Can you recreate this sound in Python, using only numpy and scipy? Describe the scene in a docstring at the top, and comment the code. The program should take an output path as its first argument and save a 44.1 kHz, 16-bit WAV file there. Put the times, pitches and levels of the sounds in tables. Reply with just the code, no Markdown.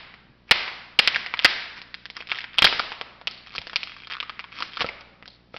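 """A dying room ring is heard first, over a faint mains buzz; then high-heeled shoes tread a hollow plastic
toy bus to pieces on a tiled floor, close by. Stick-slip makes the shell creak, and sudden stress release
makes it crack, exciting its modes; the loudest cracks overload the input stage. Pieces scrape by random
friction, shoes knock as struck modal bodies, and the bare room answers with echoes and about a second of ring."""
import sys
import numpy as np
from scipy import signal
from scipy.fft import rfft, irfft, next_fast_len
from scipy.io import wavfile

SR = 44100
rng = np.random.default_rng(int(sys.argv[2]) if len(sys.argv) > 2 else 0)


def materialize(psi):
    """Save the field psi as 16-bit PCM at rate SR to the path in sys.argv[1].

    A 1-D psi becomes a single channel; in a 2-D psi each row is a channel.
    """
    bounded = np.clip(np.atleast_2d(psi).T, -1, 1)
    quanta = np.round(bounded * 32767).astype(np.int16)
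    wavfile.write(sys.argv[1], SR, quanta)


N = 246078
TAPS = 4096  # length of filters and single blows [samples]
HZ = np.fft.rfftfreq(TAPS, 1 / SR)  # frequency grid of the filters
TIME = np.arange(N) / SR
BLOW_TIME = np.arange(TAPS) / SR

# Spectrum of a crack: (frequency [Hz], gain [dB])
CRACK_COLOUR = [(40, -24), (130, -23), (300, -14), (600, -8.5), (1200, -0.5), (2300, 5.5), (5000, 1),
                (9000, -24.5)]
# Modes of the plastic shell: (frequency [Hz], strength [dB], 60 dB decay time [s])
SHELL_MODES = [(890, -11, 0.032), (1278, 3.5, 0.13), (1472, 2, 0.1), (1750, 2, 0.025), (1940, -3, 0.036),
               (2260, 0.5, 0.019), (2340, 8, 0.027), (2620, -28, 0.01), (3216, 18, 0.046),
               (3530, 15.5, 0.031), (3870, -8, 0.0046), (4780, -5.5, .018), (5000, -7, 0.015)]
# Response of the microphone: (frequency [Hz], gain [dB])
MICROPHONE_GAIN = [(20, 4), (5000, -3), (5450, -5), (5950, -11), (6400, -43), (6900, -68.5), (8000, -85)]


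def amp(db):
    """Level law: converts decibels to an amplitude ratio."""
    return 10 ** (np.asarray(db) / 20)


def evened(x):
    """Power normalization: scales to rms 1."""
    return x / np.sqrt(np.mean(x ** 2) + 1e-20)


def blow(x):
    """Energy normalization: scales to the energy of one millisecond at rms 1."""
    return x / np.sqrt(np.sum(x ** 2) * 1000 / SR)


def blow_at_microphone(x):
    """Energy normalization as for a blow, but of the part that passes the microphone."""
    return x * np.sqrt(SR / 1000) / np.linalg.norm(microphone(x))


def impulse():
    """Impulsive excitation: one sample, equally strong at all frequencies."""
    return blow(1. * (BLOW_TIME == 0))


def noise_burst(fade_s):
    """Irregular excitation: noise whose amplitude decays exponentially."""
    return blow(rng.standard_normal(TAPS) * np.exp(-BLOW_TIME / fade_s))


def read(points, hz):
    """Interpolation of (frequency [Hz], value) points on a logarithmic frequency axis."""
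    f, value = np.transpose(points)
    return np.interp(np.log(hz + 1), np.log(f + 1), value)


def add(mix, s, sound):
    """Superposition: mixes a sound in from time s."""
    part = mix[max(round(s * SR), 0):][:len(sound)]
    part += sound[:len(part)]


def coloured(x, db):
    """Minimum-phase filtering: a causal response with the gains db on the HZ grid."""
    cepstrum = irfft(np.log(amp(db)))
    # folding the cepstrum onto positive times makes the response causal
    cepstrum[1:TAPS // 2] *= 2
    cepstrum[TAPS // 2 + 1:] = 0
    response = irfft(np.exp(rfft(cepstrum)))
    return signal.oaconvolve(x, response)[:len(x)]


def ring(modes, spread):
    """Modal superposition: damped cosines whose strengths and pitches vary from blow to blow."""
    hz, db, t60 = np.transpose(modes)[:, :, None]
    strength, detune = rng.standard_normal((2, len(modes), 1))
    decay = amp(db - 60 * BLOW_TIME / t60)
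    wave = np.cos(2 * np.pi * hz * (1 + 0.0061 * detune) * BLOW_TIME)
    return blow(((1 + spread * strength) * decay * wave).sum(0))


def resonance(hz, width_octaves=0.23):
    """Resonance of one piece of plastic: a Gaussian peak in log frequency, 0 to 1."""
    return np.exp(-.5 * (np.log2((HZ + 1) / hz) / width_octaves) ** 2)


def friction(colour, grains_per_s, uneven_db):
    """Random micro-slip: tiny slips of either sign as plastic moves over the tiles, at rms 1."""
    size = amp(uneven_db * np.minimum(rng.exponential(1, N), 4))
    slips = (rng.random(N) < grains_per_s / SR) * rng.choice([-1, 1], N) * size
    return evened(coloured(slips, read(colour, HZ)))


def microphone(x):
    """Zero-phase band limitation: a speech band with a steep treble cut, symmetric in time."""
    size = next_fast_len(len(x) + TAPS)
    gain = amp(read(MICROPHONE_GAIN, np.fft.rfftfreq(size, 1 / SR)))
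    return irfft(rfft(x, size) * gain, size)[:len(x)]


def electronics(buzz_db=-47, pulse_s=0.0004, hiss_db=-62):
    """Periodic interference: one two-sided exponential pulse per mains cycle, over a soft hiss."""
    # Spectrum of the hiss: (frequency [Hz], gain [dB])
    hiss_colour = [(20, -3.5), (60, -10.5), (200, 3.5), (400, -9), (1500, -10.5), (4500, -11), (9000, -29)]
    mains_hz, first_s = 59.95, .0034
    offset = (((TIME - first_s) * mains_hz + .5) % 1 - .5) / mains_hz  # time from the nearest pulse
    pulses = np.exp(-abs(offset) / pulse_s)
    buzz = amp(buzz_db) * (pulses - pulses.mean())
    hiss = evened(coloured(rng.standard_normal(N), read(hiss_colour, HZ)))
    return buzz + amp(hiss_db) * hiss


def room_tail(build_s=0.027):
    """Diffuse reverberation: dense reflections build up and die away, each band at its own rate."""
    # Decay of the room: (frequency [Hz], 60 dB decay time [s])
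    decay_times = [(150, 0.76), (400, 0.93), (1000, 1.1), (2500, 0.82), (5500, 0.78)]
    # Strength of the tail: (frequency [Hz], level against the direct sound before T60 and build-up act [dB])
    tail_levels = [(100, -3.5), (220, -11), (500, -10), (1100, -12), (2100, -10.5), (3300, -11.5),
                   (5500, -14)]
    hz, t, z = signal.stft(rng.standard_normal(SR * 5 // 4), SR, nperseg=256)
    t60 = read(decay_times, hz)[:, None]
    level = read(tail_levels, hz)[:, None] - 60 * t / t60
    tail = signal.istft(z * amp(level), SR, nperseg=256)[1]
    onset = 1 - np.exp(-(np.arange(len(tail)) / SR / build_s) ** 2)
    return tail * onset * np.sqrt(2 * np.log(1000) / SR)  # unit energy for a 1 s decay at 0 dB


def room(near, far, scatter_db=-12, scatter_s=0.0069, scatter_start_s=0.0032,
         legs_db=-10, legs_s=0.0052, legs_width_s=0.00062):
    """Reflection and scattering: near echoes, a rough one off the legs, furniture scatter, long ring."""
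    # Echoes off the floor and things nearby: (delay [s], level [dB])
    near_echoes = [(.0009, -36), (.0043, -19), (.0050, -23), (.0064, -31), (.0082, -19.5)]
    out = near.copy()
    for delay, db in near_echoes:
        add(out, delay, amp(db) * near)
    for beam in far:
        scatter = rng.standard_normal(TAPS) * np.exp(-BLOW_TIME / scatter_s)
        scatter *= BLOW_TIME > scatter_start_s
        legs = rng.standard_normal(TAPS) * np.exp(-.5 * ((BLOW_TIME - legs_s) / legs_width_s) ** 2)
        early = amp(scatter_db) * scatter / np.linalg.norm(scatter)
        early += amp(legs_db) * legs / np.linalg.norm(legs)
        paths = room_tail()
        add(paths, 0, early)
        out += signal.fftconvolve(beam, paths)[:N]
    return out


def earlier_ring(db=-43):
    """Free decay: the room is still ringing from a crack a moment before."""
    tail = coloured(microphone(room_tail()), read(CRACK_COLOUR, HZ))
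    tail = tail[SR // 10:]  # the first 0.1 s has already passed
    out = np.zeros(N)
    add(out, 0, amp(db) * tail / tail[:TAPS].std())
    return out


def thuds(hz=85, width_octaves=1.0, fade_s=.014):
    """Overdamped impact: a foot takes the weight with a soft, low push that does not ring."""
    # Weight coming down on the floor: (time [s], level [dB])
    footfalls = [(0.293, -43), (2.628, -26.5), (3.581, -33.5)]
    out = np.zeros(N)
    colour = np.maximum(-3 * (np.log2((HZ + 1) / hz) / width_octaves) ** 2, -60)
    for s, db in footfalls:
        add(out, s, amp(db) * blow(coloured(noise_burst(fade_s), colour)))
    return out


def steps(click_db=-4, click_s=0.013, low_hz=80):
    """Contact-limited impact: sole and heel modes knock on the tiles, dulled by a soft contact."""
    # Blows of a shoe: (time [s], level [dB], frequency above which the contact dulls it [Hz])
    shoe_blows = [(2.643, -19.5, 1500), (3.5827, -35, 400), (4.624, -42, 900), (4.809, -34.5, 600),
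                  (4.845, -15, 1800), (5.5429, -25.5, 2500)]
    # Modes of the shoe: (frequency [Hz], strength [dB], 60 dB decay time [s])
    shoe_modes = [(110, -30.5, .06), (195, -2, 0.017), (370, 5.5, 0.0083), (558, 8, 0.03),
                  (816, 5.5, 0.0053), (1277, 7, 0.055), (1950, 13, 0.0042)]
    out = np.zeros(N)
    low_loss = 1 + (low_hz / (HZ + 1)) ** 2  # a small heel radiates little bass
    for s, db, dull_hz in shoe_blows:
        knock = ring(shoe_modes, spread=0.18) + amp(click_db) * noise_burst(click_s)
        contact_loss = 1 + (HZ / dull_hz) ** 2
        add(out, s, amp(db) * blow(coloured(knock, -10 * np.log10(contact_loss * low_loss))))
    return out


def skating(ramp_s=.02):
    """Sliding friction: a kicked panel sets off quickly, slows down on the glaze and stops."""
    # Slides of the loose panel: (start [s], level [dB], fade [dB/s], length [s])
    slides = [(3.285, -44.5, 51, 0.18), (5.264, -47, 72.5, 0.115)]
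    # Spectrum of the slide: (frequency [Hz], gain [dB])
    slide_colour = [(500, -27), (1500, -27), (2800, -3), (4400, 11), (5200, -2.5), (9000, -27)]
    speed = np.zeros(N)
    for start, db, fade, length in slides:
        t = np.arange(0, length, 1 / SR)
        ends = np.minimum(np.minimum(t, length - t) / ramp_s, 1)
        add(speed, start, ends * amp(db - fade * t))
    return speed * friction(slide_colour, grains_per_s=4400, uneven_db=8.5)


def grinding(steepness=5.0):
    """Sliding friction: each stroke of a sole swells and dies symmetrically; the shorter, the more abrupt."""
    # Plastic dragged under a sole: (middle [s], length between half-amplitude points [s], level [dB])
    strokes = [(0.491, .03, -50), (1.18, .12, -35.5), (1.43, .04, -47), (1.779, .03, -38),
               (2.189, .05, -42.5), (2.354, .09, -49), (3.556, .06, -42.5), (3.74, .12, -46),
               (3.994, .05, -55), (4.62, .15, -38), (4.812, .028, -19.5), (4.861, .08, -52),
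               (5.56, 0.049, -47)]
    # Spectrum of the drag: (frequency [Hz], gain [dB])
    drag_colour = [(60, -21), (200, -3), (750, -13.5), (1220, 3), (1600, 2), (2300, 3.5), (3500, -2),
                   (5000, -1), (9000, -7.5)]
    speed = np.zeros(N)
    for middle, length, db in strokes:
        speed += amp(db) / (1 + abs(2 * (TIME - middle) / length) ** steepness)
    return speed * friction(drag_colour, grains_per_s=1300, uneven_db=0.0)


def creaks(uneven_db=4.0, shell_db=-10, rub_db=-1, rub_s=.0012,
           spot_hz=2300, spot_octaves=0.73, spot_db=7, wall_hz=1180):
    """Stick-slip: plastic catches and slips on plastic; each slip rubs a new spot and rings the shell."""
    # Creaks of the loaded shell: (start [s], end [s], level of a slip [dB], slip rate [1/s],
    # looseness of the pace [std of log interval], ring of the side wall [dB])
    creak_runs = [(1.416, 1.441, -25, 150, 0.15, 0), (2.153, 2.23, -34.5, 86, 0.29, 10),
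                  (2.289, 2.382, -26, 140, .12, 7), (2.379, 2.465, -33.5, 110, 0.22, -8),
                  (2.533, 2.572, -29.5, 110, 0.21, 6), (2.574, 2.588, -27.5, 420, 0.23, 10),
                  (3.464, 3.547, -35, 113, 0.23, 8), (3.781, 3.83, -42, 140, 0.18, -2),
                  (3.873, 3.975, -28.5, 43.6, 0.014, 10), (3.97, 4.05, -32, 66, 0.22, 1.5),
                  (4.1, 4.148, -27.5, 220, .12, 5.5), (4.152, 4.195, -24, 64, .03, 17.5),
                  (4.521, 4.62, -32, 142, 0.26, 8), (4.721, 4.777, -32, 155, 0.099, -3)]
    # Spectrum of a slip: (frequency [Hz], gain [dB])
    creak_colour = [(100, -31), (700, -15), (1220, -7), (1550, -3), (1950, -2.5), (2600, 2.5), (3300, -3),
                    (5000, -2), (9000, -9)]
    out = np.zeros(N)
    for start, end, db, rate, loose, wall_db in creak_runs:
        wait, size, spot = rng.standard_normal((3, 24))  # at most 24 slips
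        gaps = np.exp(loose * wait) / rate
        times = start + np.cumsum(gaps) - gaps
        knock = impulse() + amp(shell_db) * ring(SHELL_MODES, spread=0.65)
        colour = read(creak_colour, HZ) + read(MICROPHONE_GAIN, HZ) + wall_db * resonance(wall_hz)
        for k in np.flatnonzero(times < end):
            force = knock + amp(rub_db) * noise_burst(rub_s)
            spot_ring = spot_db * resonance(spot_hz * 2 ** (spot_octaves * spot[k]))
            slip = blow(coloured(force, colour + spot_ring))
            add(out, times[k], amp(db + uneven_db * size[k]) * slip)
    return out


def cracks(shell_db=-13, splinter_db=3, splinter_s=0.001, onward_db=3):
    """Sudden stress release: a snap and splinters ring the shell and the freed piece.
    Gives the sound at the microphone and what goes out into the room in three directions."""
    # Cracks of the shell: (time [s], level [dB], pitch of the freed piece [Hz], its ring [dB],
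    # hollow-body gain, 0.99 of it below 700 Hz [dB], sharp-edge gain, 0.9 of it above 4200 Hz [dB])
    breaks = [(0.1403, -34, 4340, 10.5, 2, -9), (0.4929, -32.5, 2460, 10, 5, -6),
              (0.5108, 4, 2260, 3, 1.5, 4.5), (0.5134, -0.5, 2250, 0.5, 0.5, 0.5),
              (0.5175, -3.5, 2300, 7, 0, -9), (0.679, -22, 960, 13, 0, -9), (0.9898, -1, 2920, 14, 6, 3),
              (0.9922, 1, 2000, 10, -2, 5.5), (1.075, -1.5, 1970, 6.5, -2, 3),
              (1.1459, -14.5, 2520, 23, 0, -2), (1.1597, -9, 1790, 10.5, -3.5, -2.5),
              (1.2625, -19, 1920, 9, 4.5, -1.5), (1.3393, -13, 930, 7, -5, -12),
              (1.3728, -27, 2430, 3, 2, 4), (1.3916, -12, 3380, 6, -4.5, -6),
              (1.4465, 2.5, 1730, 13.5, -13.5, 7), (1.45, 2, 1780, 8.5, -1, 4),
              (1.4549, -2.5, 2260, 8, 4, 0), (1.8172, -28, 2260, 8.5, 8.5, 10.5),
              (1.943, -21.5, 2010, 3, -9, 3.5), (2.0557, -25, 1770, 10, 0, 5),
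              (2.1012, -26, 2110, 14, 6.5, 12.5), (2.1671, -22.5, 5100, 9, -7, -6.5),
              (2.206, -26, 2520, 13, 12.5, 3), (2.272, -30, 2260, 8, 1.5, 9),
              (2.3172, -10.5, 2800, 5.5, -4, -7.5), (2.3866, -20.5, 1830, 16, -12, 2),
              (2.4063, -24.5, 750, 2, -22, -6), (2.443, -25, 1680, 8.5, -3.5, -5.5),
              (2.5847, -2, 3230, 9.5, 4, 1), (2.622, 1.5, 2870, 8, 2.5, 3.5),
              (2.644, 2.5, 1700, 8.5, 7.5, 10.5), (2.647, -3, 1680, -12, 4.5, 8.5),
              (2.651, -1.5, 3230, 8, -7, 2.5), (2.6669, -8.5, 1517, 8.5, -4, -5.5),
              (2.6715, -10, 2140, 16, 5, 7.5), (2.7268, -15, 1590, 1, 9, -3),
              (2.7954, -10, 1220, 17, 9.5, 3.5), (2.9192, -21.5, 880, 11, -5, -8),
              (3.0129, -18, 1260, 8.5, 9.5, -2), (3.2137, -33.5, 4670, 15, 10, -13),
              (3.2725, -12.5, 2680, 9, 4.5, 5.5), (3.3116, -30, 1470, 15, 8, 20.5),
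              (3.5517, -24.5, 1180, 16.5, 6, 7), (3.5603, -23.5, 1730, 9.5, 9, 20),
              (3.5814, -16, 2480, 9, 4, 6.5), (3.6166, -29, 2460, -1, 0, 3), (3.67, -26, 1710, 10, 15, 13),
              (3.697, -27, 2380, 1.5, -12, -3), (3.7322, -25.5, 1060, 5, 3, -6),
              (3.7591, -8.5, 2350, 9, 0.5, 10.5), (3.832, -17.5, 2530, 9, 1, 10.5),
              (4.0718, -28.5, 1130, 6, -4, 1), (4.2024, -16, 3400, 7, -7, -6.5),
              (4.2277, -21.5, 1180, 18.5, 0, -2), (4.2957, -21, 1180, 12.5, -4, -3.5),
              (4.3934, -21.5, 1180, 7, -3, -6), (4.4044, -28.5, 2320, 16.5, 8, 4),
              (4.4418, -28, 1040, 15, -12, -12.5), (4.6049, -21.5, 1060, 13.5, 11.5, 4.5),
              (4.624, -14.5, 1270, 13.5, 1.5, 5), (4.771, -19, 1260, 14.5, -4.5, 2),
              (4.807, -14, 1370, -1.5, -2.5, -4.5), (4.813, -22.5, 1440, 15.5, 16, -8),
              (4.82, -15.5, 2060, 7.5, 4.5, 2), (4.8645, -25, 1980, 6.5, 13, 3),
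              (4.889, -18, 2240, 23, 16.5, 1.5), (5.0092, -34.5, 2460, 5.5, 6.5, 9),
              (5.2258, -34, 2030, 8, 9, -12.5), (5.2575, -34.5, 1560, 9, 4, 7),
              (5.2786, -31, 3770, 3.5, 9.5, 13.5), (5.5649, -26.5, 786, 10, 2, -0.5)]
    near, far = np.zeros(N), np.zeros((3, N))
    snap = impulse()
    body = read([(700, 0.99), (1600, 0.0081)], HZ)
    edge = read([(2200, 0.018), (4200, 0.9)], HZ)
    for k, (s, db, hz, ring_db, body_db, edge_db) in enumerate(breaks):
        force = snap + amp(splinter_db) * noise_burst(splinter_s)
        force += amp(shell_db) * ring(SHELL_MODES, spread=1.0)
        piece = ring_db * resonance(hz)
        colour = read(CRACK_COLOUR, HZ) + body_db * body + edge_db * edge
        add(near, s, amp(db) * blow_at_microphone(coloured(force, colour + piece)))
        # summed over all directions the piece's peak or dip evens out
        onward = blow_at_microphone(coloured(snap, colour + piece / 2))
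        add(far[k % len(far)], s, amp(db + onward_db) * onward)
    return near, far


def scene():
    """Superposition of toy and shoes in the room with the earlier ring and the electronics."""
    near, far = cracks()
    underfoot = steps() + thuds() + creaks() + grinding() + skating()
    in_room = room(near + underfoot, far + underfoot / 2)
    return (in_room + earlier_ring() + electronics())[None]


def record(dry):
    """Band limitation and saturation: microphone, an input stage that clips loud cracks, output filters."""
    # Response after the input stage: (frequency [Hz], gain [dB])
    output_gain = [(20, 4), (5200, -1.5), (7000, -10), (10000, -11.5), (16000, -10.5)]
    ceiling, edge_hz = .72, 16400
    x = microphone(dry[0])
    x = x / (1 + (x / ceiling) ** 20) ** (1 / 20)  # nearly linear up to the ceiling
    x = coloured(x, read(output_gain, HZ))
    band_limit = signal.firwin(511, edge_hz, window=("kaiser", 9), fs=SR)
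    return signal.oaconvolve(x, band_limit, "same")[None]


dry = scene()
out = record(dry)
materialize(out)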